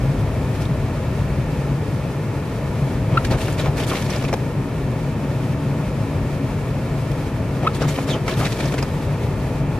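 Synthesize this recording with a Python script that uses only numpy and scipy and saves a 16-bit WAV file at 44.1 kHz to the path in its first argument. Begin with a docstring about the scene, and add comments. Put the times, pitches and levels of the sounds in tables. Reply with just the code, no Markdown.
"""A car rumbles through light rain at night, heard from inside, with droning tyres and hissing air.
Bumps shake the body, and spray ticks on the car now and then. Twice the wipers sweep up and back.
Their rubber chirps as it breaks loose, swishes over the wet glass, and scrapes, groans and squeaks
where it drags. At the end of each wipe the arms knock down into their rest."""
import sys
import numpy as np
from scipy import signal
from scipy.fft import rfft, irfft, next_fast_len
from scipy.io import wavfile
from scipy.ndimage import uniform_filter1d

SR = 44100
rng = np.random.default_rng(int(sys.argv[2]) if len(sys.argv) > 2 else 0)


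def store_wav(level_fs):
    """Save 16-bit WAV to argv[1]."""
    pcm = np.round(np.clip(np.atleast_2d(level_fs), -1, 1) * 32767)
    wavfile.write(sys.argv[1], SR, pcm.T.astype(np.int16))


N = 431738
TIME = np.arange(N) / SR
PADDED = next_fast_len(N + 8192, True)
BIN_HZ = np.maximum(np.arange(PADDED // 2 + 1) * SR / PADDED, 1)


def from_db(db):
    """Turn decibels into a number to multiply by."""
    return 10 ** (np.asarray(db) / 20)


def rms_one(x):
    """Scale a signal so that its average power is 1."""
    return x / np.sqrt(np.mean(x ** 2) + 1e-20)


def over_time(points):
    """Join a table's points with straight lines, giving a value for every sample."""
    return np.interp(TIME, *np.transpose(points))


def over_hz(points):
    """Join a table's points along a pitch scale, giving a value for every frequency."""
    hz, value = np.transpose(points)
    return np.interp(np.log(BIN_HZ), np.log(hz), value)


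def filtered(x, gain):
    """Turn each frequency up or down by its own gain."""
    return irfft(rfft(x, PADDED) * gain, PADDED)[..., :N]


def resonance(x, hz, width_hz):
    """Let through a band around one pitch, as a ringing object does."""
    decay, turn = np.exp(-np.pi * width_hz / SR), 2 * np.pi * hz / SR
    feedback = [1, -2 * decay * np.cos(turn), decay ** 2]
    return signal.lfilter((1 - decay ** 2) / 2 * np.array([1, 0, -1]), feedback, x + 1e-18)


def noise_pair():
    """Two unrelated smooth noises."""
    return rng.standard_normal((2, N))


def crackle(per_s, spread_db):
    """Two streams of tiny random clicks of uneven size, like droplets or slipping rubber."""
    sizes = from_db(spread_db * np.minimum(rng.exponential(1, N), 4))
    return rms_one((rng.random(N) < per_s / SR) * sizes * noise_pair())


def drift(per_s):
    """A random wander, typically 1 away from zero."""
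    points = rng.standard_normal(int(N / SR * per_s) + 2)
    return rms_one(np.interp(TIME * per_s, np.arange(len(points)), points))


def swells(rows):
    """A loudness curve with one bell-shaped rise and fall for each row."""
    power = np.zeros(N)
    for s, half, db in rows:
        near = slice(max(int((s - 4 * half) * SR), 0), int((s + 6 * half) * SR))
        power[near] += from_db(db) ** 2 / np.cosh(2 * (TIME[near] - s) / half)
    return np.sqrt(power)


def ring(hits, tones, scatter_db=1):
    """Every hit sets all of an object's tones ringing, each with a slightly random strength."""
    at = [round(s * SR) for s, _ in hits]
    hit_db = np.array(hits)[:, 1]
    out = np.zeros(N)
    for k, (hz, tone_db, fade_s) in enumerate(tones):
        clicks = np.full(N, 1e-18)
        clicks[at] = from_db(hit_db + tone_db + scatter_db * rng.standard_normal(len(at)))
        decay, turn = from_db(-60 / (fade_s * SR)), 2 * np.pi * hz / SR
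        feedback = [1, -2 * decay * np.cos(turn), decay ** 2]
        out += (-1) ** k * signal.lfilter([0, np.sin(turn)], feedback, clicks)
    return out


def reflected(x, echo_db, fade_s, lag_s=0):
    """A sound, lag_s later at the right ear, plus its quick echoes off glass and trim."""
    t = TIME[:SR // 8]
    echoes = rng.standard_normal((2, len(t))) * from_db(-60 * t / fade_s) * (t > .002)
    echoes /= np.sqrt(np.sum(echoes ** 2, axis=1, keepdims=True))
    direct = np.array([x, np.interp(TIME - lag_s, TIME, x)])
    return direct + from_db(echo_db) * signal.oaconvolve(x[None], echoes, axes=1)[:, :N]


# pitches that the cabin boosts or swallows: (frequency [Hz], width [Hz], boost [dB])
CABIN_BANDS = [(142.6, 13, 3.5), (214, 9.5, 0), (276, 18, 1.5), (379, 7.3, 1.5), (638, 28, 3.5),
               (790, 25, -2), (877, 115, 3.5), (1570, 76, -5), (1830, 64, 1.5), (2007, 120, -3),
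               (2270, 120, 1), (2860, 40, -8.5)]
CABIN_DB = sum(db * np.exp(-((BIN_HZ - hz) / width) ** 2) for hz, width, db in CABIN_BANDS)
# how alike left and right sound: (frequency [Hz], likeness [0-1])
EAR_LIKENESS = [(130, .997), (290, .975), (640, .91), (1400, .78), (3100, .6), (6800, .18), (15000, .02)]

def in_cabin(pair, colour):
    """Give two noises a tone colour and the cabin's ring; the ears share the bass but not the treble."""
    gain = rms_one(from_db(over_hz(colour) + CABIN_DB))
    alike = over_hz(EAR_LIKENESS)
    shared = filtered(pair[0], gain)
    apart = filtered(pair[1], gain * np.sqrt((1 - alike) / (1 + alike)))
    return np.array([shared + apart, shared - apart])


# how strongly the road shakes the car: (time [s], level [dB])
ROAD_ROUGHNESS = [(0, -23.5), (0.7, -27.5), (1.0, -28.5), (1.35, -26.5), (2.25, -35), (3.15, -26.5),
                  (3.3, -22.5), (3.48, -29.5), (3.85, -30), (4.4, -32), (6.4, -30), (8.5, -30.5),
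                  (9.79, -26)]
# tone colour of the rumble: (frequency [Hz], level [dB])
RUMBLE_COLOUR = [(12, -30), (22, -24), (32, -8.5), (52, 0.5), (80, -1.5), (105, -2), (200, -21), (800, -78)]

def road_rumble():
    """The rough road shakes the car's body into a deep noise."""
    return from_db(over_time(ROAD_ROUGHNESS)) * in_cabin(noise_pair(), RUMBLE_COLOUR)


# tone colour of the drone: (frequency [Hz], level [dB])
DRONE_COLOUR = [(20, -40), (70, -14), (110, 0), (145, -1), (190, -8), (310, -12.5), (540, -14.5),
                (740, -23), (1000, -24.5), (1450, -28.5), (2600, -33.5), (3400, -46.5), (8000, -70)]

def tyre_drone(average_db=-22.6, follow_share=0.13):
    """The rolling tyres drone, a little louder where the road is rougher."""
    road_db = over_time(ROAD_ROUGHNESS)
    drone_db = average_db + follow_share * (road_db - road_db.mean())
    return from_db(drone_db) * in_cabin(noise_pair(), DRONE_COLOUR)


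# hiss as the road gets wetter or drier: (time [s], level [dB])
ROAD_WETNESS = [(0, -43.5), (2.0, -44), (2.9, -42.5), (4.7, -45), (6.1, -43.5), (7.5, -44), (9.2, -42),
                (9.79, -46)]
# tone colour of the hiss: (frequency [Hz], level [dB])
HISS_COLOUR = [(100, -22), (1500, 7), (3500, 0), (5000, -3), (7500, -7.5), (11000, -10), (14000, -14),
               (16000, -28)]

def hiss(flutter_db=0.9):
    """Rushing air and tyres on the wet road make a slightly fluttering hiss."""
    hiss_db = over_time(ROAD_WETNESS) + flutter_db * drift(per_s=25)
    return from_db(hiss_db) * in_cabin(noise_pair(), HISS_COLOUR)


# hum as the road surface changes: (time [s], level [dB])
HUM_LOUDNESS = [(0, -32.5), (1.2, -37.5), (2.3, -43.5), (3.4, -33), (4.4, -32), (5.7, -29), (6.7, -35.5),
                (8.2, -30), (9.0, -35), (9.79, -30)]
# tones of the hum: (pitch [Hz], width [Hz], relative level [dB])
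HUM_TONES = [(136.3, 11.3, -2.5), (215.1, 19.6, -6.5), (271.7, 18.3, -5)]

def tyre_hum():
    """The tyres hum a few wavering tones that swell and fade with the road surface."""
    tread = rng.standard_normal(N)
    tones = np.zeros(N)
    for hz, width, db in HUM_TONES:
        tone = resonance(resonance(tread, hz, width), hz, width)
        tones += from_db(db) * rms_one(tone)
    return from_db(over_time(HUM_LOUDNESS)) * tones


# bumps in the road: (time [s], level [dB])
ROAD_BUMPS = [(0.075, -15.5), (.365, -15), (0.706, -12.5), (1.08, -16), (1.215, -15.5), (1.383, -18),
              (1.716, -16), (2.822, -11), (3.125, -10.5), (3.285, -16), (6.915, -15.5), (9.55, -17)]
# tones of the car's body: (pitch [Hz], relative level [dB], time to fade by 60 dB [s])
BODY_TONES = [(45, -7, 0.059), (136.7, 1, 0.18), (255, -6.5, 0.032)]

def bumps():
    """Each bump makes the car's body ring with a low thud."""
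    return ring(ROAD_BUMPS, BODY_TONES)


# spray hitting the car: (time [s], half length [s], level [dB])
SPRAY_HITS = [(.555, .009, -43), (.622, .011, -39), (1.575, .003, -47), (7.118, .003, -39.5)]
# tone colour of the spray: (frequency [Hz], level [dB])
SPRAY_TONE_COLOUR = [(1200, -18), (2500, 4), (3600, -1), (5500, -1), (8000, -12), (11000, -7), (15000, -20)]

def spray():
    """Small bunches of droplets tick on the car."""
    return in_cabin(swells(SPRAY_HITS) * crackle(per_s=4600, spread_db=1.5), SPRAY_TONE_COLOUR)


# tone colour of a tick, from a drop or from rubber: (frequency [Hz], level [dB])
TICK_COLOUR = [(400, -14), (1500, 0), (3000, 0), (7000, -4), (12000, -9), (16000, -22)]

def ticks(rows, rise_s=.003, fade_s=.038, sharpness=8, ring_db=13):
    """Sudden bursts of crackle, each ringing at its own pitch and dying quickly."""
    grains = in_cabin(crackle(per_s=7000, spread_db=2), TICK_COLOUR)
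    t = TIME[:int(fade_s * SR)]
    loudness = np.minimum(t / rise_s, 1) * from_db(-60 * np.maximum(t - rise_s, 0) / fade_s)
    out = np.zeros((2, N))
    for s, db, hz in rows:
        near = slice(int(s * SR), int(s * SR) + len(t))
        burst = grains[:, near] + from_db(ring_db) * resonance(grains[:, near], hz, hz / sharpness)
        burst = signal.lfilter(*signal.butter(2, 2.2 * hz, fs=SR), burst)   # lower ticks are duller
        out[:, near] += from_db(db) * loudness * rms_one(burst)
    return out


# a raindrop landing: (time [s], level [dB], pitch [Hz])
HEAVY_DROP = [(.651, -34, 3600)]

def raindrop():
    """One heavy drop ticks on the windscreen."""
    return ticks(HEAVY_DROP)


# when each wipe begins: (time [s])
WIPE_STARTS = [3.1, 7.598]
# spots where the rubber drags, flips over for the return, or judders as the arms slow down:
# (time into wipe [s], half length [s], shudder [dB], first wipe's rasp [dB], second's [dB], pitch [Hz])
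DRAG_SPOTS = [ (0.057, 0.034, -31, -45, -43, 2030), (0.152, 0.0036, -33, -27, -34, 4500),
              (0.219, 0.012, -27, -33.5, -34, 3600), (0.253, 0.008, -28, -46, -38, 1500),
              (0.387, 0.005, -30.5, -38, -46, 1750), (0.505, 0.022, -32, -35.5, -34, 3540),
              (0.56, 0.018, -29, -44, -47, 2100), (0.683, 0.005, -31.5, -34, -38, 2220),
              (0.703, 0.013, -32, -33, -31.5, 2540), (0.731, 0.0057, -27, -39, -37, 3000),
              (0.817, 0.019, -28.5, -49, -45, 2300), (0.863, 0.014, -32, -33, -30, 3780),
              (.927, 0.0041, -50, -36, -32, 3000), (1.004, 0.011, -30, -35, -33, 4240),
              (1.051, 0.028, -32.5, -35.5, -38, 3440), (1.127, 0.0036, -32, -35, -35, 2900),
              (1.145, 0.0043, -25, -40, -32.5, 2560), (1.19, 0.0087, -29, -34.5, -31, 2300)]
# tone colour of the shaking arm: (frequency [Hz], level [dB])
SHUDDER_COLOUR = [(60, -56), (140, -2), (300, 4.5), (620, 2), (900, -9.5), (1250, -8.5), (1600, -13.5),
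                  (3000, -17.5), (8000, -62)]

def arm_shudder(boost_db=4.5):
    """Slipping rubber shakes the wiper arm at the same spots in both wipes."""
    shakes = [(start + after, half, db) for start in WIPE_STARTS for after, half, db, *_ in DRAG_SPOTS]
    shaking = swells(shakes) * crackle(per_s=5400, spread_db=1.5)
    return from_db(boost_db) * in_cabin(shaking, SHUDDER_COLOUR)


# tone colour of the scraping rubber: (frequency [Hz], level [dB])
RASP_COLOUR = [(200, -22), (900, -17), (1500, 8.5), (2400, 5), (3700, -1), (5500, -3.5), (7500, -8.5),
               (10000, -15), (15000, -25)]

def rubber_rasp(chatter_db=0.5, boost_db=2):
    """At each drag spot the rubber edge grips unevenly, and its many tiny slips make it ring."""
    friction = rms_one(crackle(per_s=5000, spread_db=2) * from_db(chatter_db * drift(per_s=220)))
    rasp = np.zeros((2, N))
    for wipe, start in enumerate(WIPE_STARTS):
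        for after, half, _, *rasp_db, edge_hz in DRAG_SPOTS:
            s = start + after
            near = slice(int((s - 4 * half) * SR), int((s + 6 * half) * SR))
            offset = (TIME[near] - s) / half
            # the edge bites suddenly and lets go gradually
            grip = np.where(offset < 0, np.exp(-offset ** 4 / 2), 1 / np.sqrt(np.cosh(1.8 * offset)))
            burst = from_db(rasp_db[wipe]) * grip * friction[:, near]
            rasp[:, near] += 0.74 * burst + 0.44 * resonance(burst, edge_hz, width_hz=570)
    return from_db(boost_db) * in_cabin(rasp, RASP_COLOUR)


def stick_slip(rows, overtones_db):
    """Rubber grips and lets go so fast that it makes a gliding, shaky tone."""
    out = np.zeros(N)
    for s, length, start_hz, end_hz, db, rough in rows:
        at, progress = round(s * SR), np.linspace(0, 1, int(length * SR))
        wobbles = uniform_filter1d(rng.standard_normal((2, len(progress))), size=24)
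        jitter, grit = map(rms_one, wobbles)
        hz = (start_hz + (end_hz - start_hz) * progress) * (1 + rough * jitter)
        phase = 2 * np.pi * np.cumsum(hz) / SR
        overtones = sum(from_db(level) * np.sin(k * phase) for k, level in enumerate(overtones_db, 2))
        # rough slips end abruptly and unevenly: the overtones grow and smear
        tone = np.sin(phase) + overtones * rough * (30 + 18 * grit)
        out[at:at + len(tone)] += np.sqrt(2) * from_db(db) * np.sin(np.pi * progress) * tone
    return out


# chirps: (time [s], length [s], start pitch [Hz], end pitch [Hz], level [dB], roughness [0-1])
RUBBER_CHIRPS = [(3.1703, .0145, 1255, 1345, -10.6, .055), (7.6652, .0085, 930, 1230, -19, .1),
                 (7.6702, .012, 1170, 1350, -11.3, .07)]

def chirps():
    """The rubber chirps as it breaks loose at the start of a wipe."""
    tones = stick_slip(RUBBER_CHIRPS, overtones_db=[-22, -28])
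    return reflected(tones, echo_db=-17, fade_s=.1, lag_s=6e-5)


# water on the glass: (time into wipe [s], length [s], first wipe's level [dB], second's [dB])
WET_PATCHES = [(.149, 0.016, -45, -43), (0.206, 0.032, -50, -50), (0.287, 0.03, -40.5, -39.5),
               (0.326, 0.11, -41, -42.5), (0.483, 0.033, -44, -43.5), (0.674, 0.074, -40.5, -45),
               (.782, .026, -38, -38), (0.832, 0.057, -40, -43.5), (0.895, 0.26, -43, -43),
               (1.23, .0054, -46.5, -51)]

def water_pushed(rise_s=0.019, thinning_db_per_s=21, fall_s=0.023):
    """The swish's loudness curve: each wet patch starts suddenly, thins under the blade and dies away."""
    power = np.zeros(N)
    for wipe, start in enumerate(WIPE_STARTS):
        for after, length, *wipe_db in WET_PATCHES:
            t = TIME - start - after
            rise = np.clip(1 + t / rise_s, 0, 1)
            thinning = from_db(wipe_db[wipe] - thinning_db_per_s * np.clip(t, 0, length))
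            fall = np.exp(-np.maximum(t - length, 0) / fall_s)
            power += (rise * thinning * fall) ** 2
    return np.sqrt(power)


# tone colour of the swish: (frequency [Hz], level [dB])
SWISH_COLOUR = [(100, 8), (400, 20.5), (1200, 14), (2500, 11.5), (4000, 8.5), (7000, 2.5), (10000, -0.5),
                (13500, -4), (16000, -27)]

def swish(film_db=6.5, drops_db=-10, catches_db=2):
    """The blades push a thin film of water over the glass, and drops burst in it."""
    film = from_db(film_db + 1.6 * drift(per_s=110)) * crackle(per_s=12000, spread_db=2)
    drops = from_db(drops_db) * crackle(per_s=260, spread_db=3)
    # parts of the rubber edge catch at random, each fizzing at its own pitch
    friction = crackle(per_s=2500, spread_db=2.5)
    catches = sum(from_db(5 * drift(per_s=70)) * resonance(friction, hz, hz / 9)
                  for hz in np.geomspace(1800, 11000, num=9))
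    wet_noise = film + drops + from_db(catches_db) * rms_one(catches)
    return in_cabin(water_pushed() * wet_noise, SWISH_COLOUR)


# short groans: (time [s], length [s], start pitch [Hz], end pitch [Hz], level [dB])
BLADE_GROANS = [ (3.247, 0.0066, 1780, 1700, -29), (3.2473, 0.0074, 2310, 2230, -29),
                (3.307, 0.022, 3900, 3100, -39), (3.308, 0.042, 990, 700, -29),
                (3.32, 0.03, 1450, 1250, -34), (3.481, .012, 1500, 1200, -31),
                (3.586, 0.019, 2200, 2600, -32), (3.651, 0.045, 990, 680, -29),
                (3.912, 0.015, 1300, 1100, -26), (3.929, 0.019, 1000, 700, -27),
                (3.94, 0.05, 1700, 2810, -37), (4.329, 0.007, 2700, 1700, -30),
                (4.334, .013, 564, 433, -20), (7.623, 0.04, 520, 1060, -28), (7.822, .022, 1400, 1140, -27),
                (7.955, .014, 3200, 2800, -34), (7.986, 0.0088, 990, 820, -24.5),
                (8.279, 0.02, 1250, 950, -25.5), (8.396, 0.011, 1100, 1500, -30),
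                (8.41, 0.017, 1280, 1090, -26), (8.423, 0.023, 900, 540, -27),
                (8.448, 0.022, 2500, 1900, -34), (8.826, 0.011, 620, 460, -20)]

def groans(sharpness=4.9, evenness=0.55):
    """Rubbing keeps the blade singing for a moment; its pitch slides as the load on it changes."""
    out = np.zeros(N)
    friction = crackle(per_s=3000, spread_db=5)[0]
    for s, length, start_hz, end_hz, db in BLADE_GROANS:
        progress = np.linspace(0, 1, int(length * SR))
        near = slice(int(s * SR), int(s * SR) + len(progress))
        hz = start_hz * (end_hz / start_hz) ** progress
        glide = np.exp(2j * np.pi * np.cumsum(hz) / SR)
        decay = np.exp(-np.pi * start_hz / sharpness / SR)
        # keep the part of the friction that lies near the sliding pitch
        ringing = glide * signal.lfilter([1 - decay], [1, -decay], friction[near] / glide)
        evened = ringing.real / (np.abs(ringing) + 1e-9) ** evenness   # rubbing steadies the level
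        arch = np.sqrt(np.abs(np.sin(np.pi * progress)))
        out[near] += from_db(db) * arch * rms_one(evened)
    return reflected(out, echo_db=-8.5, fade_s=0.028, lag_s=3e-5)


# thumps of the rods that drive the wipers: (time [s], level [dB])
ROD_THUMPS = [(3.294, -14), (3.311, -14), (3.343, -12), (3.652, -17.5), (3.678, -15), (7.857, -16),
              (7.89, -16), (8.147, -26), (8.372, -12.5), (8.398, -16)]

def thumps(muffle_hz=400):
    """The rods take up load and nudge the car's body through their soft mounts."""
    return signal.lfilter(*signal.butter(2, muffle_hz, fs=SR), ring(ROD_THUMPS, BODY_TONES))


# snaps of the rubber: (time [s], level [dB], pitch [Hz])
RUBBER_SNAPS = [ (3.3086, -31, 4200), (3.4143, -30, 2700), (3.657, -26.5, 2300), (3.801, -28, 3100),
                (3.833, -31, 3400), (3.952, -28, 1900), (3.968, -31, 3700), (4.021, -35.5, 6000),
                (4.101, -27, 5600), (4.159, -32, 5000), (4.248, -28, 2400), (4.3265, -29.5, 5500),
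                (7.8215, -27.5, 5300), (7.8865, -29.5, 6500), (8.278, -20.5, 2200), (8.308, -27, 3300),
                (8.336, -31, 3700), (8.452, -30, 3900), (8.467, -29, 2000), (8.523, -29.5, 4000),
                (8.603, -27.5, 2400), (8.654, -33, 5500), (8.8245, -28, 5000)]

def snaps():
    """The rubber edge snags and snaps free with a tick."""
    return ticks(RUBBER_SNAPS)


# knocks of the wiper arms: (time [s], level [dB])
ARM_KNOCKS = [(3.311, -24), (3.659, -24), (4.3277, -17), (4.3335, -27), (7.986, -21), (8.281, -24),
              (8.826, -21), (8.8325, -28)]
# tones of arm and windscreen: (pitch [Hz], relative level [dB], time to fade by 60 dB [s])
ARM_TONES = [(250, -7, .06), (375, -4, .055), (520, -2.5, .05), (670, 0, .04), (940, -5, .025),
             (1230, -5, .022), (1620, -11, .018), (1950, -8, .02), (2500, -8, .02)]

def knocks():
    """The arms knock in their loose joints, then land in their rest with one bounce."""
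    return reflected(ring(ARM_KNOCKS, ARM_TONES), echo_db=-10, fade_s=.06)


# squeaks: (time [s], length [s], start pitch [Hz], end pitch [Hz], level [dB], roughness [0-1])
RUBBER_SQUEAKS = [(3.592, .012, 3700, 4100, -32.5, .08), (8.093, .036, 3800, 3540, -29.5, .055),
                  (8.117, .037, 3380, 2920, -30.5, .055)]

def squeaks():
    """The rubber sticks and slips with a high squeak near the far end of the sweep."""
    return reflected(stick_slip(RUBBER_SQUEAKS, overtones_db=[-18]), echo_db=-7, fade_s=.05)


# squirts of water: (time [s], half length [s], level [dB])
WATER_SQUIRTS = [(3.888, 0.012, -39.5), (8.398, 0.013, -39)]
# tone colour of a squirt: (frequency [Hz], level [dB])
FIZZ_COLOUR = [(2000, -20), (5000, -2), (9500, 0), (12500, -3), (15000, -20)]

def squirts():
    """Fine droplets fizz out from under the blade as it picks up speed."""
    return in_cabin(swells(WATER_SQUIRTS) * crackle(per_s=6000, spread_db=1.5), FIZZ_COLOUR)


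def scene():
    """The rainy drive with both wipes on top."""
    drive = road_rumble() + tyre_drone() + hiss() + tyre_hum() + bumps() + spray() + raindrop()
    wipers = arm_shudder() + rubber_rasp() + chirps() + swish() + groans()
    wipers += thumps() + snaps() + knocks() + squeaks() + squirts()
    return drive + wipers


# how much louder the left microphone is than the right: (frequency [Hz], level [dB])
LEFT_OVER_RIGHT = [(60, 1.8), (120, 1.5), (700, 1.6), (1300, .7), (2400, 0), (9000, -.8)]

def record(dry, left_lead_s=2.5e-5, cutoff_hz=14700):
    """Two microphones: the left hears a little earlier and gets more bass; the highest treble is cut."""
    sides = np.array([[.5], [-.5]])
    balance = from_db(over_hz(LEFT_OVER_RIGHT) * sides)
    time_shift = np.exp(2j * np.pi * BIN_HZ * left_lead_s * sides)
    treble_cut = 1 / np.sqrt(1 + (BIN_HZ / cutoff_hz) ** 160)
    return filtered(dry, balance * time_shift * treble_cut)


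dry = scene()
out = record(dry)
store_wav(out)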